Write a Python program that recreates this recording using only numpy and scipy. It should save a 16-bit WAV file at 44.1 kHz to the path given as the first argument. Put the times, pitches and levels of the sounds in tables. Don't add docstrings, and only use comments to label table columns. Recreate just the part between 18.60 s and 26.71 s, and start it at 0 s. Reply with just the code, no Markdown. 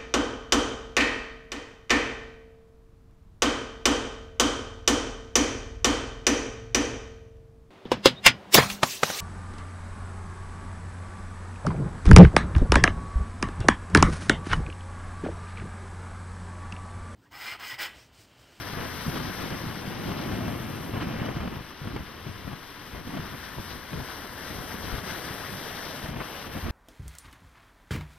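import sys
import numpy as np
from scipy.fft import rfft, irfft, next_fast_len
from scipy.io import wavfile
from scipy.ndimage import uniform_filter1d

SR = 44100
rng = np.random.default_rng(int(sys.argv[2]) if len(sys.argv) > 2 else 0)


def transcribe(u):
    v = np.clip(np.atleast_2d(u).T, -1, 1)
    q = np.round(v * 32767).astype(np.int16)
    wavfile.write(sys.argv[1], SR, q)


N = 357642
TIME = np.arange(N) / SR
SIZE = next_fast_len(N)
HZ = np.maximum(np.arange(SIZE // 2 + 1) * SR / SIZE, 1)


def from_db(db):
    return 10 ** (np.asarray(db) / 20)


def rms_one(x):
    return x / np.sqrt(np.mean(x ** 2) + 1e-20)


def in_time(rows):
    s, *columns = np.transpose(rows)
    return [np.interp(TIME, s, column) for column in columns]


def in_hz(rows):
    hz, *columns = np.transpose(rows)
    return [np.interp(np.log(HZ), np.log(hz), column) for column in columns]


def filtered(x, response):
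    return irfft(rfft(x, SIZE) * response, SIZE)[..., :N]


def drift(rate_hz):
    return rms_one(filtered(rng.standard_normal(N), 1 / (1 + (HZ / rate_hz) ** 2)))


def swells(rows):
    return sum(db * np.exp(-0.5 * ((TIME - s) / sigma_s) ** 2) for s, sigma_s, db in rows)


def summed(levels_db, envelopes, background_db):
    event_power = from_db(levels_db) ** 2 @ envelopes ** 2
    return np.sqrt(event_power + from_db(background_db) ** 2)


def bursts(per_s, spread_db):
    sizes = from_db(spread_db * np.minimum(rng.exponential(1, (2, N)), 5))
    present = rng.random((2, N)) < per_s / SR
    return rms_one(rng.standard_normal((2, N)) * sizes * present)


def churn(pair, depth_db, rate_hz):
    octave = np.clip(np.log2(HZ / 250), 0, 6)
    out = np.zeros((2, N))
    for k in range(7):
        band = np.maximum(1 - abs(octave - k), 0)
        out += filtered(pair, band) * from_db(depth_db * drift(rate_hz))
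    return out


def at_ports(pair, spectrum, shade_db, lead_rad, coherence):
    colour = from_db(in_hz(spectrum)[0])
    shared, own = rfft(pair, SIZE) * colour
    coherence = np.clip(coherence, 0, 0.99)
    mixed = coherence * shared + np.sqrt(1 - coherence ** 2) * own
    right = from_db(shade_db) * np.exp(-1j * lead_rad) * mixed
    out = irfft(np.array([shared, right]), SIZE)[:, :N]
    return out / np.std(out.mean(axis=0))


# centre_hz, width_hz (full, at half the dB), gain_db
LEFT_PORT = [(2520, 430, -3), (4465, 480, -4), (5240, 330, -6.5), (5750, 530, 3), (6930, 1750, -7.5),
             (7000, 890, -7.5), (8700, 500, 1.5), (9150, 500, -2.5)]
RIGHT_PORT = [(2380, 1540, -4.7), (3180, 630, 4.5), (4620, 400, -2.5), (5080, 400, -1), (7100, 2450, -7.5),
              (6960, 910, -9), (9120, 600, -1.5), (13900, 800, 3.5), (14750, 750, -5)]


def port_tone():
    def port_db(port):
        return sum(db / (1 + (2 * (HZ - hz) / width_hz) ** 4) for hz, width_hz, db in port)
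    return from_db([port_db(LEFT_PORT), port_db(RIGHT_PORT)])


# freq_hz, right_minus_left_db
SEA_SHADE = [(100, -0.5), (300, 1), (500, 5), (800, -5.5), (1300, -8.5), (1800, -2.5), (2450, -4),
             (3100, -4), (4000, -12), (6000, -4.5), (8000, -1.5), (10000, -7.5), (12500, -15),
             (15000, -11.5)]
# freq_hz, left_lead_rad
SEA_LEAD = [(100, .2), (600, 1.0), (900, .8), (1500, -.2), (2900, -.4), (3800, .7), (4500, 1.9),
            (5000, 1.4), (5600, 2.9), (9000, 3.4), (9800, 5.2), (12000, 6.2), (13200, 5.3), (15000, 7.0)]
# freq_hz, coherence (0..1)
SEA_COHERENCE = [(100, .82), (800, .93), (1250, .88), (1800, .94), (2100, .85), (2450, .42), (2800, .72),
                 (3250, .93), (3600, .84), (4000, .68), (4300, .74), (4650, .42), (5000, .8), (6400, .79),
                 (8000, .64), (10500, .72), (12500, .45), (15000, .25)]


def from_sea(pair, spectrum, aslant):
    shade_db, lead_rad = in_hz(SEA_SHADE)[0], in_hz(SEA_LEAD)[0]
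    coherence = in_hz(SEA_COHERENCE)[0] ** aslant
    return filtered(at_ports(pair, spectrum, aslant * shade_db, aslant * lead_rad, coherence), port_tone())


# freq_hz, density_db_per_hz (relative)
FAR_SURF = [(30, -2), (70, -12), (160, -10.5), (270, 0), (400, -6), (600, -12), (820, -9), (1030, 0),
            (1300, -5), (2000, -7.5), (3500, -12.5), (5300, -16), (7500, -36), (15000, -46)]
FAR_SURF_DB = -46


def distant_surf():
    return from_db(FAR_SURF_DB) * from_sea(rng.standard_normal((2, N)), FAR_SURF, aslant=0.58)


# freq_hz, right_minus_left_db, left_lead_rad, coherence (0..1)
WIND_PORTS = [(40, -2.5, 0.1, 0.96), (148, 0.6, 0.33, 0.82), (340, 2, 1.02, 0.93), (543, -4, 1.6, 0.98),
              (855, -9.5, 0.86, 0.62), (1340, -1, -0.5, 0.94), (2840, 0, -0.7, 1), (4600, 11.5, 1, 0.86),
              (5930, 0, 4, 0.8), (6800, 4, -6, 1), (12000, 1, 9, .6)]


def eddies(spectrum, lump_db, rate_hz, span_s):
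    lumpy = rng.standard_normal((2, N)) * from_db(lump_db * drift(rate_hz))
    swirl = at_ports(lumpy, spectrum, *in_hz(WIND_PORTS))
    power = uniform_filter1d(swirl.mean(axis=0) ** 2, int(span_s * SR))
    return swirl / np.sqrt(power + 1e-6)


# start_s, pitch_hz, swing_db (before damping), rasp_db
THUMPS = [(0.132, 154, -24, -36.5), (0.172, 210, -24, -38), (0.202, 170, -23.5, -46), (0.48, 170, -19, -50),
          (0.556, 169, -25, -31), (0.567, 157, -23, -38), (0.599, 175, -19, -33.5), (0.817, 190, -27, -48),
          (0.924, 183, -28, -47), (1.064, 133, -22, -50), (1.277, 162, -24, -48), (1.457, 205, -25, -52),
          (1.48, 210, -26, -40), (1.514, 175, -25, -32.5), (1.69, 175, -25, -51), (1.731, 70, -31, -40),
          (1.823, 168, -23, -48), (1.878, 180, -28, -37), (2.336, 180, -20.5, -39),
          (2.376, 240, -20.5, -38), (2.426, 167, -24, -36), (2.47, 192, -20, -43), (2.576, 75, -35, -47),
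          (2.617, 185, -18, -49), (2.717, 159, -25, -41), (2.767, 158, -18.5, -37.5),
          (2.803, 164, -23, -34), (2.828, 169, -29, -40), (2.858, 192, -22, -40), (2.875, 197, -22, -35),
          (2.969, 155, -26, -48), (3.008, 119, -31, -55), (3.216, 143, -26.5, -52),
          (3.271, 160, -24.5, -37), (3.361, 148, -28, -33), (3.404, 143, -31, -48), (3.667, 140, -28, -51),
          (3.875, 174, -28, -41), (3.929, 140, -25, -41), (4.333, 113, -31, -44), (4.472, 215, -23, -39),
          (4.537, 237, -22, -39), (4.572, 245, -27, -35), (4.596, 170, -23, -43), (4.624, 131, -32, -49),
          (4.981, 149, -32, -38), (5.33, 220, -31, -34.5), (5.356, 126, -27.5, -54.5),
          (5.401, 144, -23, -42), (6.008, 127, -32, -48), (6.143, 260, -25, -43), (6.328, 65, -28, -50),
          (6.341, 156, -26, -45), (6.381, 135, -24.5, -36), (6.521, 181, -28, -41), (6.706, 120, -33, -46),
          (6.936, 183, -30, -40), (7.489, 160, -25, -55), (7.538, 165, -30, -43), (7.558, 142, -28, -40),
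          (7.614, 251, -29, -34), (8.051, 60, -24, -50)]
# freq_hz, density_db_per_hz (relative)
RASP = [(200, 2.5), (450, 4), (1100, 3), (1700, -5.5), (2400, -10), (3200, -10.5), (4200, -27), (7000, -33)]
THUMP_DECAY_CYCLES, RASP_PEAK_S = 0.95, 0.0034


def thumps():
    age_s = TIME[:SR // 20]
    swing, rasp = np.zeros((2, N))
    signs = rng.choice([-1, 1], len(THUMPS))
    for (s, hz, swing_db, rasp_db), sign in zip(THUMPS, signs):
        first = int(s * SR)
        span = slice(first, first + len(age_s))
        damping = np.exp(-age_s * hz / THUMP_DECAY_CYCLES)
        swing[span] += sign * from_db(swing_db) * np.sin(2 * np.pi * hz * age_s) * damping
        rasp[span] += from_db(rasp_db) * age_s / RASP_PEAK_S * np.exp(1 - age_s / RASP_PEAK_S)
    shade_db, lead_rad, coherence = in_hz(WIND_PORTS)
    right_swing = filtered(swing, from_db(shade_db) * np.exp(-1j * lead_rad))
    push = np.array([swing, right_swing])
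    return push + rasp * at_ports(rng.standard_normal((2, N)), RASP, shade_db, lead_rad, coherence)


# start_s, length_s, buffet_db, rumble_db, flutter_db, left_minus_right_db (on top of WIND_PORTS)
GUSTS = [(0.172, 0.094, -42, -51, -40.5, 2), (0.46, 0.058, -33.5, -41, -45, 2),
         (0.53, 0.18, -35, -50, -45, 1), (0.782, 0.1, -37, -51, -41, 1.5), (0.901, 0.073, -36, -50, -39, 0),
         (1.03, 0.081, -36.5, -46, -51, 0), (1.45, 0.077, -34, -46, -46, 2.5),
         (1.562, 0.09, -38, -52, -45, 1.5), (1.666, 0.092, -33.5, -45, -49, 1.5),
         (1.758, 0.18, -35, -55, -50, 2), (2.33, 0.064, -34, -54, -39, 1.5),
         (2.404, 0.04, -31, -51, -34, -1), (2.446, 0.15, -35, -54, -41.5, 1),
         (2.598, 0.13, -34, -52, -39, 1), (2.741, 0.14, -38, -39, -42, 0), (2.904, 0.097, -40, -60, -47, 2),
         (3.226, 0.21, -41, -42.5, -48.5, 1.5), (3.345, 0.011, -31, -51, -40, -4),
         (3.661, 0.052, -40.5, -43, -46, 7), (3.85, 0.094, -41.5, -42.5, -50.5, 6.5),
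         (4.332, 0.077, -43, -42, -46.5, 3), (4.47, 0.032, -37, -56, -49, -1),
         (4.503, 0.19, -44, -50, -50.5, 0.5), (4.533, 0.068, -36.5, -52, -44, 3),
         (4.726, 0.033, -38, -63, -44, 1), (4.972, 0.035, -35, -40, -47, 1),
         (5.074, 0.1, -45.5, -46, -64, 3), (5.32, 0.11, -36, -41, -50, 3), (5.89, 0.15, -45, -47, -64, 4),
         (6.24, 0.059, -41, -42, -52, 6), (6.326, 0.028, -37, -36, -40, 14),
         (6.465, 0.059, -43, -56, -47, 0), (6.922, 0.033, -40, -40, -52, -2),
         (7.423, 0.044, -39.5, -42, -45, 3.5), (7.486, 0.12, -38.5, -44, -44, 3),
         (7.594, 0.03, -39.5, -44, -34, 1), (7.86, 0.072, -45.5, -43, -46, 3),
         (7.951, 0.04, -33.5, -39, -39.5, 1), (8.036, 0.075, -37, -29, -42.5, -5)]
# time_s, buffet_db, rumble_db
BREEZE = [(0, -43, -47), (0.7, -45, -47), (1.25, -39.5, -53), (1.8, -34.5, -47), (2.9, -44, -46),
          (3.1, -55, -57), (3.8, -47.5, -48.5), (4.1, -56.5, -62), (4.5, -47.5, -50), (5.6, -56, -54),
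          (6.2, -45, -49), (6.8, -49, -54), (7.3, -52, -60), (7.8, -63, -54), (8.11, -55, -55.5)]
# freq_hz, density_db_per_hz (relative)
EDDIES = [(20, -28), (50, -22), (100, 1.5), (165, 0.5), (240, -1.5), (340, -6), (450, -14), (700, -18),
          (1200, -22), (4000, -51)]
RUMBLE = [(10, -28), (25, -14), (60, 7.5), (90, 5.5), (150, -13), (400, -66)]
FLUTTER = [(150, -7), (400, 3), (600, 5.5), (1000, 1.5), (1500, -3), (2200, -6), (3000, -8.5), (4000, -34),
           (6000, -49), (7200, -50), (12000, -46)]
BREEZE_SIDE_DB = 2
BREEZE_FLUTTER_DB = -6.5
GUST_RISE_S, GUST_FALL_S = 0.011, 0.017


def wind():
    start_s, length_s, buffet_db, rumble_db, flutter_db, side_db = np.transpose(GUSTS)
    since_s = TIME - start_s[:, None]
    rise = np.tanh(since_s / GUST_RISE_S)
    fall = np.tanh((since_s - length_s[:, None]) / GUST_FALL_S)
    gusts = np.maximum(rise - fall, 0) / 2
    breeze_db, deep_db = in_time(BREEZE)
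    swirl = eddies(EDDIES, lump_db=2.0, rate_hz=87, span_s=0.0364)
    deep_swirl = eddies(RUMBLE, lump_db=3.5, rate_hz=19, span_s=0.076)
    buffet = summed(buffet_db, gusts, breeze_db) * swirl
    rumble = summed(rumble_db, gusts, deep_db) * deep_swirl
    spurts = (np.tanh(abs(swirl[0])) + 0.76) * from_db(1.8 * drift(rate_hz=81))
    tearing = at_ports(rng.standard_normal((2, N)) * spurts, FLUTTER, *in_hz(WIND_PORTS))
    flutter = summed(flutter_db, gusts, breeze_db + BREEZE_FLUTTER_DB) * tearing
    lean_db = BREEZE_SIDE_DB + (side_db - BREEZE_SIDE_DB) @ gusts
    side_gain = from_db(np.array([lean_db, -lean_db]) / 2)
    return (buffet + rumble + thumps()) * side_gain + flutter


# peak_s, sigma_s, level_db
SWASHES = [(1.7, 0.56, -53), (3.2, 0.4, -55), (6.95, 0.3, -54), (7.65, 0.3, -49)]
# freq_hz, density_db_per_hz (relative)
SEETHING = [(1200, -26), (2100, -6), (2600, 4), (3000, 0), (3700, -13), (5000, -24), (9000, -45)]


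def swash():
    power = sum(from_db(db) ** 2 * np.exp(-((TIME - s) / sigma_s) ** 2) for s, sigma_s, db in SWASHES)
    return np.sqrt(power) * from_sea(bursts(per_s=9000, spread_db=0.5), SEETHING, aslant=0.58)


# peak_s, build_s, fade_s (before fade_share), water_db, plunge_db, spray_db, foam_db
BREAKERS = [(0.62, 3.4, 1.4, -42.5, -46, -42, -48), (1.62, 0.37, 0.3, -56, -48.5, -46, -53.5),
            (2.04, 0.15, 0.56, -65, -67, -65, -50.5), (2.55, 0.068, 0.31, -54.5, -57, -48, -74),
            (3.08, 0.1, 0.12, -58, -62, -67, -64), (4.62, 0.11, 1.4, -48, -60, -62, -72),
            (5.12, 1.2, 0.6, -54, -68, -50.5, -54), (5.55, 0.13, 0.84, -49.5, -47.5, -62, -58),
            (6.55, 1.36, 4, -43, -43.5, -43, -46.5), (7.25, 0.17, 0.3, -54, -49, -45.5, -62)]
WATER_DB, PLUNGE_DB, SPRAY_DB, FOAM_DB = np.transpose(BREAKERS)[3:]
CREST_S = 0.16


def surge(hold_s, fade_share):
    peak_s, build_s, fade_s = np.transpose(BREAKERS)[:3, :, None]
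    before_s = np.maximum(peak_s - TIME, 0)
    after_s = np.maximum(TIME - peak_s - hold_s, 0)
    build = (np.hypot(before_s, CREST_S) - CREST_S) / build_s
    fade = (np.hypot(after_s, CREST_S) - CREST_S) / (fade_s * fade_share)
    return np.exp(-build - fade)


def rolling():
    return surge(hold_s=0, fade_share=0.68)


# freq_hz, density_db_per_hz (relative)
FOAM = [(1000, -22), (3500, -1), (5000, 1.5), (6200, 3), (7500, 0), (9500, -4), (11000, -0.5), (12500, 2),
        (14000, -0.5), (15200, -6)]
STEADY_FOAM_DB = -60


def foam():
    fizz = churn(rng.standard_normal((2, N)), depth_db=1.23, rate_hz=16)
    return summed(FOAM_DB, rolling(), STEADY_FOAM_DB) * from_sea(fizz, FOAM, aslant=1.02)


# freq_hz, density_db_per_hz (relative)
SPRAY = [(600, -5.5), (1500, 3.5), (2500, 2), (3400, -0.5), (4500, 1.5), (6000, -1), (8000, -19),
         (15000, -36)]
STEADY_SPRAY_DB = -53


def spray():
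    drops = churn(bursts(per_s=25000, spread_db=1.5), depth_db=1.5, rate_hz=14)
    return summed(SPRAY_DB, rolling(), STEADY_SPRAY_DB) * from_sea(drops, SPRAY, aslant=0.97)


# freq_hz, density_db_per_hz (relative)
WHITE_WATER = [(200, -19), (600, -15), (1000, 0.5), (1300, 0.5), (1650, 2.5), (2050, -2.5), (2500, -16),
               (3300, -21), (4500, -17.5), (9000, -44)]
STEADY_WATER_DB = -55.5


def white_water():
    bubbles = churn(bursts(per_s=6000, spread_db=2.5), depth_db=2.0, rate_hz=26)
    return summed(WATER_DB, rolling(), STEADY_WATER_DB) * from_sea(bubbles, WHITE_WATER, aslant=0.91)


# freq_hz, density_db_per_hz (relative)
FALLING_WATER = [(40, -6), (130, 4), (300, 2), (500, 0.5), (800, 2.5), (1100, -7), (1600, -38), (4000, -38)]


def plunge():
    gain = summed(PLUNGE_DB, surge(hold_s=0.97, fade_share=0.13), -np.inf)
    return gain * from_sea(bursts(per_s=4000, spread_db=2.0), FALLING_WATER, aslant=0.65)


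# peak_s, sigma_s, rise_db
SPLASHES = [(0.69, 0.03, 2), (2.42, 0.02, 3), (2.655, 0.025, 2.5), (4.84, .025, 2), (5.11, 0.017, 3.5),
            (5.51, 0.027, 2.5), (5.87, .035, 3), (6.115, .025, 3), (6.295, .025, 2.5), (6.365, 0.022, 1),
            (6.5, 0.036, 4.5), (6.685, .015, 2.5), (7.06, 0.098, 0)]
# centre_s, sigma_s, depth_db
DIPS = [(3.17, .025, 2), (4.432, 0.016, 4), (5.235, 0.035, 2), (5.71, 0.04, 2.5), (6.196, 0.016, 2.5),
        (6.418, 0.018, 2.5), (7.545, 0.04, 5.5), (7.897, 0.013, 6.5)]


def sea():
    splashing = (white_water() + spray()) * from_db(swells(SPLASHES))
    waver = from_db(0.54 * drift(rate_hz=45))
    near = (foam() + plunge() + swash() + splashing) * waver
    return (distant_surf() + near) * from_db(-swells(DIPS))


def scene():
    return sea() + wind()


CUTOFF_HZ = 15080


def record(dry):
    return filtered(dry, 1 / np.sqrt(1 + (HZ / CUTOFF_HZ) ** 400))


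dry = scene()
out = record(dry)
transcribe(out)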